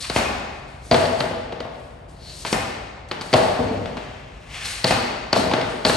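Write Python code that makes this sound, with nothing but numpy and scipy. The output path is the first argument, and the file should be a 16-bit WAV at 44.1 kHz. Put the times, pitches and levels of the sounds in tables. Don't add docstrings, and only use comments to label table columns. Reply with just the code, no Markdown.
import sys
import numpy as np
from scipy import signal
from scipy.fft import rfft, irfft
from scipy.io import wavfile

SR = 44100
rng = np.random.default_rng(int(sys.argv[2]) if len(sys.argv) > 2 else 0)


def store_pcm(level_fs):
    pcm = np.round(np.clip(level_fs, -1, 1) * 32767).astype(np.int16)
    wavfile.write(sys.argv[1], SR, np.atleast_2d(pcm).T)


N = 262836
TIME = np.arange(N) / SR
BLOW_TIME, HALL_TIME = TIME[:16384], TIME[:65536]


def floor_blows(echo, room_db, zip_room_db):
    # t/s, knock/dB, thud/dB, zip/dB, delay of the second edge/ms
    hits = [ (.0994, -20, -46, -23.5, 2.3), (0.9137, -12, -7, -18.5, 9.1), (.9264, -22, -12, -30, 3.5),
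            (0.9442, -12, -20, -26, 6.9), (1.0557, -23, -24, -31, 6), (1.2056, -17.5, -23, -24.5, 2.5),
            (1.308, -38, -21.5, -52, 5), (1.5238, -30, -26.5, -51, 4.7), (1.6037, -27, -28.5, -42, 2.6),
            (1.65, -41, -27.5, -53, 4), (2.4501, -22, -47, -42, 4.1), (3.1138, -20, -35, -29, 3.3),
            (3.2126, -28.5, -63, -30, 5.7), (3.3303, -14, -18, -23, 8.9), (3.338, -10, -5, -17.5, 3.75),
            (3.8584, -27.5, -43, -50, 3.8), (3.9704, -26, -44, -52, 8.1), (4.8443, -13.5, -17, -13, 2.8),
            (5.3303, -11, -23, -12.5, 2.7), (5.3621, -22, -11, -30, 4.3), (5.5138, -19, -36, -36, 3.4),
            (5.5361, -14, -14.5, -35, 3.6), (5.6131, -22, -29, -42, 2.8), (5.8514, -10.5, -20, -13.5, 3.7),
            (5.867, -18, -17, -23, 6.4), (5.8968, -14, -14.5, -36, 4.3)]
    # f/Hz, level/dB
    knock_tone = [(60, -17), (120, 7.5), (240, 7.5), (480, 4.5), (800, 5), (1300, 0), (2100, -2),
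                  (3200, -3), (4500, -9), (5600, -15), (7200, -24), (10500, -27.5), (13000, -44)]
    out, pulse = np.zeros((2, N)), burst(click(knock_tone))
    for s, knock_db, thud_db, zip_db, lag_ms in hits:
        knock = contact(pulse, lag_ms, second=0.69, chatter_db=-20.5, chatter_s=0.0055)
        thud = undb(thud_db) * floor_thud()
        lead = undb(zip_db) * floor_zip(hz=4420, sweep_hz=60, swell_s=.001)
        add(out, s, undb(knock_db) * knock + thud)
        for edge_s, share in ((s, .85), (s + lag_ms / 1000, .55)):
            add(out, edge_s - len(lead) / SR, share * lead)
        padded_zip = np.pad(lead, (0, len(thud) - len(lead)))
        into_hall = undb(knock_db) * pulse + thud + undb(zip_room_db) * padded_zip
        add(out, s, undb(room_db) * echo(into_hall))
    return out


def floor_thud():
    # f/Hz, level/dB, time to fade by 60 dB/s
    floor_notes = [(94, -22, 0.37), (116, -18.5, 0.078), (204, -12, 0.076), (240.4, -12.5, 0.19),
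                   (387, -15.5, 0.069), (333, -9.5, 0.025), (495, -1, .055), (575, -1.5, .035),
                   (650, 1, .046), (745, -1.5, .032), (885, -6.5, 0.025), (1090, -8.5, 0.045)]
    return ring(floor_notes, scatter_db=1, detune=.022)


def floor_zip(hz, sweep_hz, swell_s):
    time_left = BLOW_TIME[:400][::-1]
    pitch = hz * (1 + .025 * rng.standard_normal()) + sweep_hz * (time_left / swell_s) ** 2
    return burst(np.exp(-time_left / swell_s) * np.sin(2 * np.pi * np.cumsum(pitch) / SR))


def board_blows(echo):
    # t/s, level/dB, extra level into the hall/dB, delay of the second edge/ms
    hits = [(0.162, -11, 3, 1.1), (2.5281, -12.5, 1.5, 2.5), (4.908, -10.5, 2, 4.4), (4.9243, -18, -3, 1.3)]
    # f/Hz, level/dB
    crack_tone = [(25, -22), (55, -20), (97, 1.5), (160, -7.5), (245, 8), (330, 3), (480, 1), (780, 0),
                  (1250, -4), (2000, -10), (2600, -9), (3600, -11.5), (4800, -14.5), (7000, -22.5),
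                  (11000, -30.5)]
    # f/Hz, level/dB, time to fade by 60 dB/s
    board_notes = [(242, 4.5, 0.064), (481, -13.5, 0.12), (800, -2, 0.034), (1798, 0.5, 0.057),
                   (2153, 3, 0.017), (2470, 8.5, 0.021), (3290, -31, 0.058)]
    out, crack = np.zeros((2, N)), burst(click(crack_tone))
    for s, db, room_db, lag_ms in hits:
        pulse = burst(crack + undb(-5) * ring(board_notes, scatter_db=1, detune=.006))
        add(out, s, undb(db) * contact(pulse, lag_ms, second=0.55, chatter_db=-15.5, chatter_s=0.0028))
        add(out, s, undb(db + room_db) * echo(pulse))
    return out


def contact(pulse, lag_ms, second, chatter_db, chatter_s):
    chatter = rng.standard_normal(len(BLOW_TIME)) * np.exp(-BLOW_TIME / chatter_s)
    force = undb(chatter_db) * burst(chatter)
    force[0] += 1
    force[int(lag_ms * SR / 1000)] += second
    return burst(signal.fftconvolve(force, pulse)[:len(BLOW_TIME)])


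def ring(notes, scatter_db, detune):
    hz, db, fade_s = np.transpose(notes)[:, :, None]
    weight, shift = rng.standard_normal((2, len(hz), 1))
    sign = (-1) ** np.arange(len(hz))[:, None]
    waves = sign * np.sin(2 * np.pi * hz * (1 + detune * shift) * BLOW_TIME)
    fades = np.exp(-np.log(1000) * BLOW_TIME / fade_s)
    return burst(np.sum(undb(db + scatter_db * weight) * waves * fades, axis=0))


def drag(grain_db, judder_db):
    # t/s, speeding up/s, fading/s, hiss/dB, rasp/dB, singing/dB
    strokes = [ (0, 0.0081, 0.39, -34.5, -46, -32), (.015, 0.037, 0.083, -40, -31, -42),
               (.09, 0.077, 0.16, -32.5, -34, -53), (.5, 0.026, 0.65, -61, -83, -72),
               (.665, 0.018, 0.8, -59.5, -75, -60), (.8, .05, 1, -49, -75, -74),
               (.91, 0.034, 0.61, -35.5, -62, -34), (1.1, .11, 0.34, -44, -55, -55),
               (1.62, .17, 1, -61, -80, -73), (2.075, .015, 0.37, -57.5, -80, -77),
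               (2.11, 0.2, 0.36, -50, -59, -42.5), (2.24, 0.17, 0.41, -41, -56, -59),
               (2.45, 0.016, 0.12, -34, -30.5, -32), (2.48, 0.047, 0.11, -30, -48, -55),
               (3.082, 0.0066, 0.059, -47, -70, -52), (3.205, .01, 0.083, -44, -51, -36),
               (3.2, 0.054, 0.44, -46.5, -52, -59), (3.28, 0.084, 0.59, -36, -55, -36),
               (3.42, 0.15, 2.7, -59.5, -45, -54), (3.93, 0.064, 1.75, -76, -46.5, -68),
               (4.25, 0.19, 1.2, -64, -54, -70), (4.45, 0.11, 1.5, -46, -35.5, -47),
               (4.62, 0.034, 0.65, -32.5, -36, -35), (4.84, 0.039, 0.29, -30, -28.5, -25.5),
               (5.33, 0.044, .24, -33.5, -47, -28), (5.55, 0.13, 1.2, -49.5, -60, -66),
               (5.85, 0.015, 0.36, -27, -59, -28), (5.89, 0.065, 0.47, -42, -48, -30)]
    # f/Hz, level/dB
    hiss_tone = [(300, -5), (1500, -22.5), (3300, -0.5), (4500, 2), (6500, -0.5), (9000, 1), (11000, -1),
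                 (13000, -35)]
    rasp_tone = [(300, -13), (900, 0), (1500, 2.5), (2600, 8), (3500, 1), (4500, -6.5), (6500, -9),
                 (10000, -20), (13000, -32)]
    sing_tone = [(1000, -25), (3500, -14), (4150, -5.5), (4520, -3.5), (4850, -14), (5300, -16),
                 (9000, -33)]
    shapes = np.array([stroke(*row[:3]) for row in strokes])
    gains = undb(np.array(strokes)[:, 3:].T)
    levels = np.sqrt(gains ** 2 @ shapes ** 2)
    steps = np.arange(0, N, SR // 90)
    judder = np.interp(np.arange(N), steps, rng.standard_normal(len(steps)))
    out = 0
    for level, tone in zip(levels, (hiss_tone, rasp_tone, sing_tone)):
        slips = rng.standard_normal(N) * undb(grain_db * np.minimum(rng.exponential(size=N), 6))
        out = out + unit(colour(slips, tone)) * level * undb(judder_db * judder)
    return out


def stroke(start_s, swell_s, fade_s):
    age = TIME - start_s
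    speed = np.clip(age / swell_s, 0, 1)
    braking = np.exp(-np.log(1000) * np.clip((age - swell_s) / fade_s, 0, 2))
    return speed ** 1.65 * braking


def tumbles(echo, room_db):
    # t/s, level/dB
    bumps = [(1.092, -30), (1.254, -33), (3.593, -14.5), (3.64, -21.5), (3.711, -20.5), (3.745, -20),
             (3.814, -24), (5.375, -15.5), (5.47, -19.5)]
    # f/Hz, level/dB
    bump_tone = [(40, -43), (100, -3), (170, -6), (255, -2), (380, -9), (650, -9), (1000, -24.5),
                 (3000, -50), (10000, -61)]
    out, pulse = np.zeros((2, N)), burst(click(bump_tone))
    for s, db in bumps:
        bump = undb(db) * contact(pulse, lag_ms=4, second=.5, chatter_db=-22, chatter_s=.012)
        add(out, s, bump)
        add(out, s, undb(room_db) * echo(bump))
    return out


def hall(build_s, boost_db, boost_s):
    # f/Hz, time to fade by 60 dB/s
    ring_times = [(90, 0.68), (250, 1.47), (650, 1.45), (2000, 1.54), (4500, 1.25), (10000, 0.64)]
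    # f/Hz, level/dB
    hall_tone = [(25, -6), (60, 18.5), (100, 3.5), (300, -2), (700, 3.5), (1500, 3.5), (2700, 0), (4500, 0),
                 (10000, 3.5)]
    size = len(HALL_TIME)
    hz, fade_s = np.transpose(ring_times)
    bands = np.array([along(list(zip(hz, row)), size) for row in np.eye(len(hz))])
    bands *= undb(along(hall_tone, size))
    onset = (1 - np.exp(-HALL_TIME / build_s)) * (1 + undb(boost_db) * np.exp(-HALL_TIME / boost_s))
    decays = undb(-36.5) * onset * np.exp(-np.log(1000) * HALL_TIME / fade_s[:, None])
    noise = irfft(bands[:, None] * rfft(diffuse(size)))

    def echo(x):
        pattern = np.roll(noise, rng.integers(size), axis=-1)
        response = np.einsum("bct,bt->ct", pattern, decays)
        return signal.fftconvolve(x[None], response, axes=1)
    return echo


def ventilation():
    # f/Hz, level/dB
    rumble_tone = [(22, -27), (40, -1), (55, 4), (75, -0.5), (130, -3), (200, -11.5), (400, -15.5),
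                   (650, -11.5), (1200, -21.5), (3000, -31), (6000, -55), (12000, -82)]
    return unit(colour(diffuse(N), rumble_tone))


def diffuse(size):
    # f/Hz, likeness from 0 to 1
    likeness = [(60, 1), (130, 0.94), (260, 0.83), (520, 0.24), (1000, 0.046), (2000, 0.32), (4000, 0.3),
                (8000, 0.9), (12000, 1)]
    mid, side = rfft(rng.standard_normal((2, size)))
    alike = along(likeness, size)
    shared = mid * np.sqrt((1 + alike) / 2)
    opposite = np.array([[1], [-1]]) * side * np.sqrt((1 - alike) / 2)
    return irfft(shared + opposite, size)


def click(tone):
    size = len(BLOW_TIME)
    cepstrum = irfft(np.log(undb(along(tone, size))))
    cepstrum[1:size // 2] *= 2
    cepstrum[size // 2 + 1:] = 0
    return irfft(np.exp(rfft(cepstrum)))


def undb(db):
    return 10 ** (np.asarray(db) / 20)


def along(points, size):
    hz, value = np.transpose(points)
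    frequencies = np.arange(size // 2 + 1) * SR / size
    return np.interp(np.log(np.maximum(frequencies, 1)), np.log(hz), value)


def colour(x, tone):
    return irfft(rfft(x) * undb(along(tone, x.shape[-1])), x.shape[-1])


def unit(x):
    return x / np.sqrt(np.mean(x ** 2))


def burst(x):
    return x * np.sqrt(.005 * SR / np.sum(x ** 2))


def add(track, s, x):
    start = int(np.clip(s * SR, 0, N - 1))
    track[:, start:start + x.shape[-1]] += x[..., :N - start]


def scene():
    echo = hall(build_s=0.0021, boost_db=-18.5, boost_s=0.45)
    scrape = drag(grain_db=1.5, judder_db=1.86)
    drags = scrape + echo(scrape)[:, :N]
    air = undb(-41) * ventilation()
    knocks = floor_blows(echo, room_db=0.69, zip_room_db=-11)
    bumps = tumbles(echo, room_db=1)
    return knocks + board_blows(echo) + bumps + drags + air


def record(dry):
    # f/Hz, level/dB
    balance = [(60, 1.5), (200, 1.5), (640, 2.5), (2100, 2.5), (3800, 3.5), (6800, 6), (9000, -1),
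               (12000, 1)]
    # f/Hz, phase/rad
    left_lead = [(100, 0), (500, .1), (1400, -.3), (2600, .6), (7600, .8), (8900, -.3), (9700, -2.3),
                 (10600, -3.9), (11300, -6.1)]
    ceiling, bottom_hz, top_hz = .9, 35, 11700
    half = np.array([[.5], [-.5]])
    microphones = undb(half * along(balance, N)) * np.exp(1j * half * along(left_lead, N))
    sound = irfft(rfft(dry) * microphones, N)
    sound = signal.sosfilt(signal.butter(3, bottom_hz, "high", fs=SR, output="sos"), sound)
    rounded = ceiling * np.tanh(sound / ceiling)
    return signal.sosfilt(signal.ellip(6, .3, 60, top_hz, fs=SR, output="sos"), rounded)


dry = scene()
out = record(dry)
store_pcm(out)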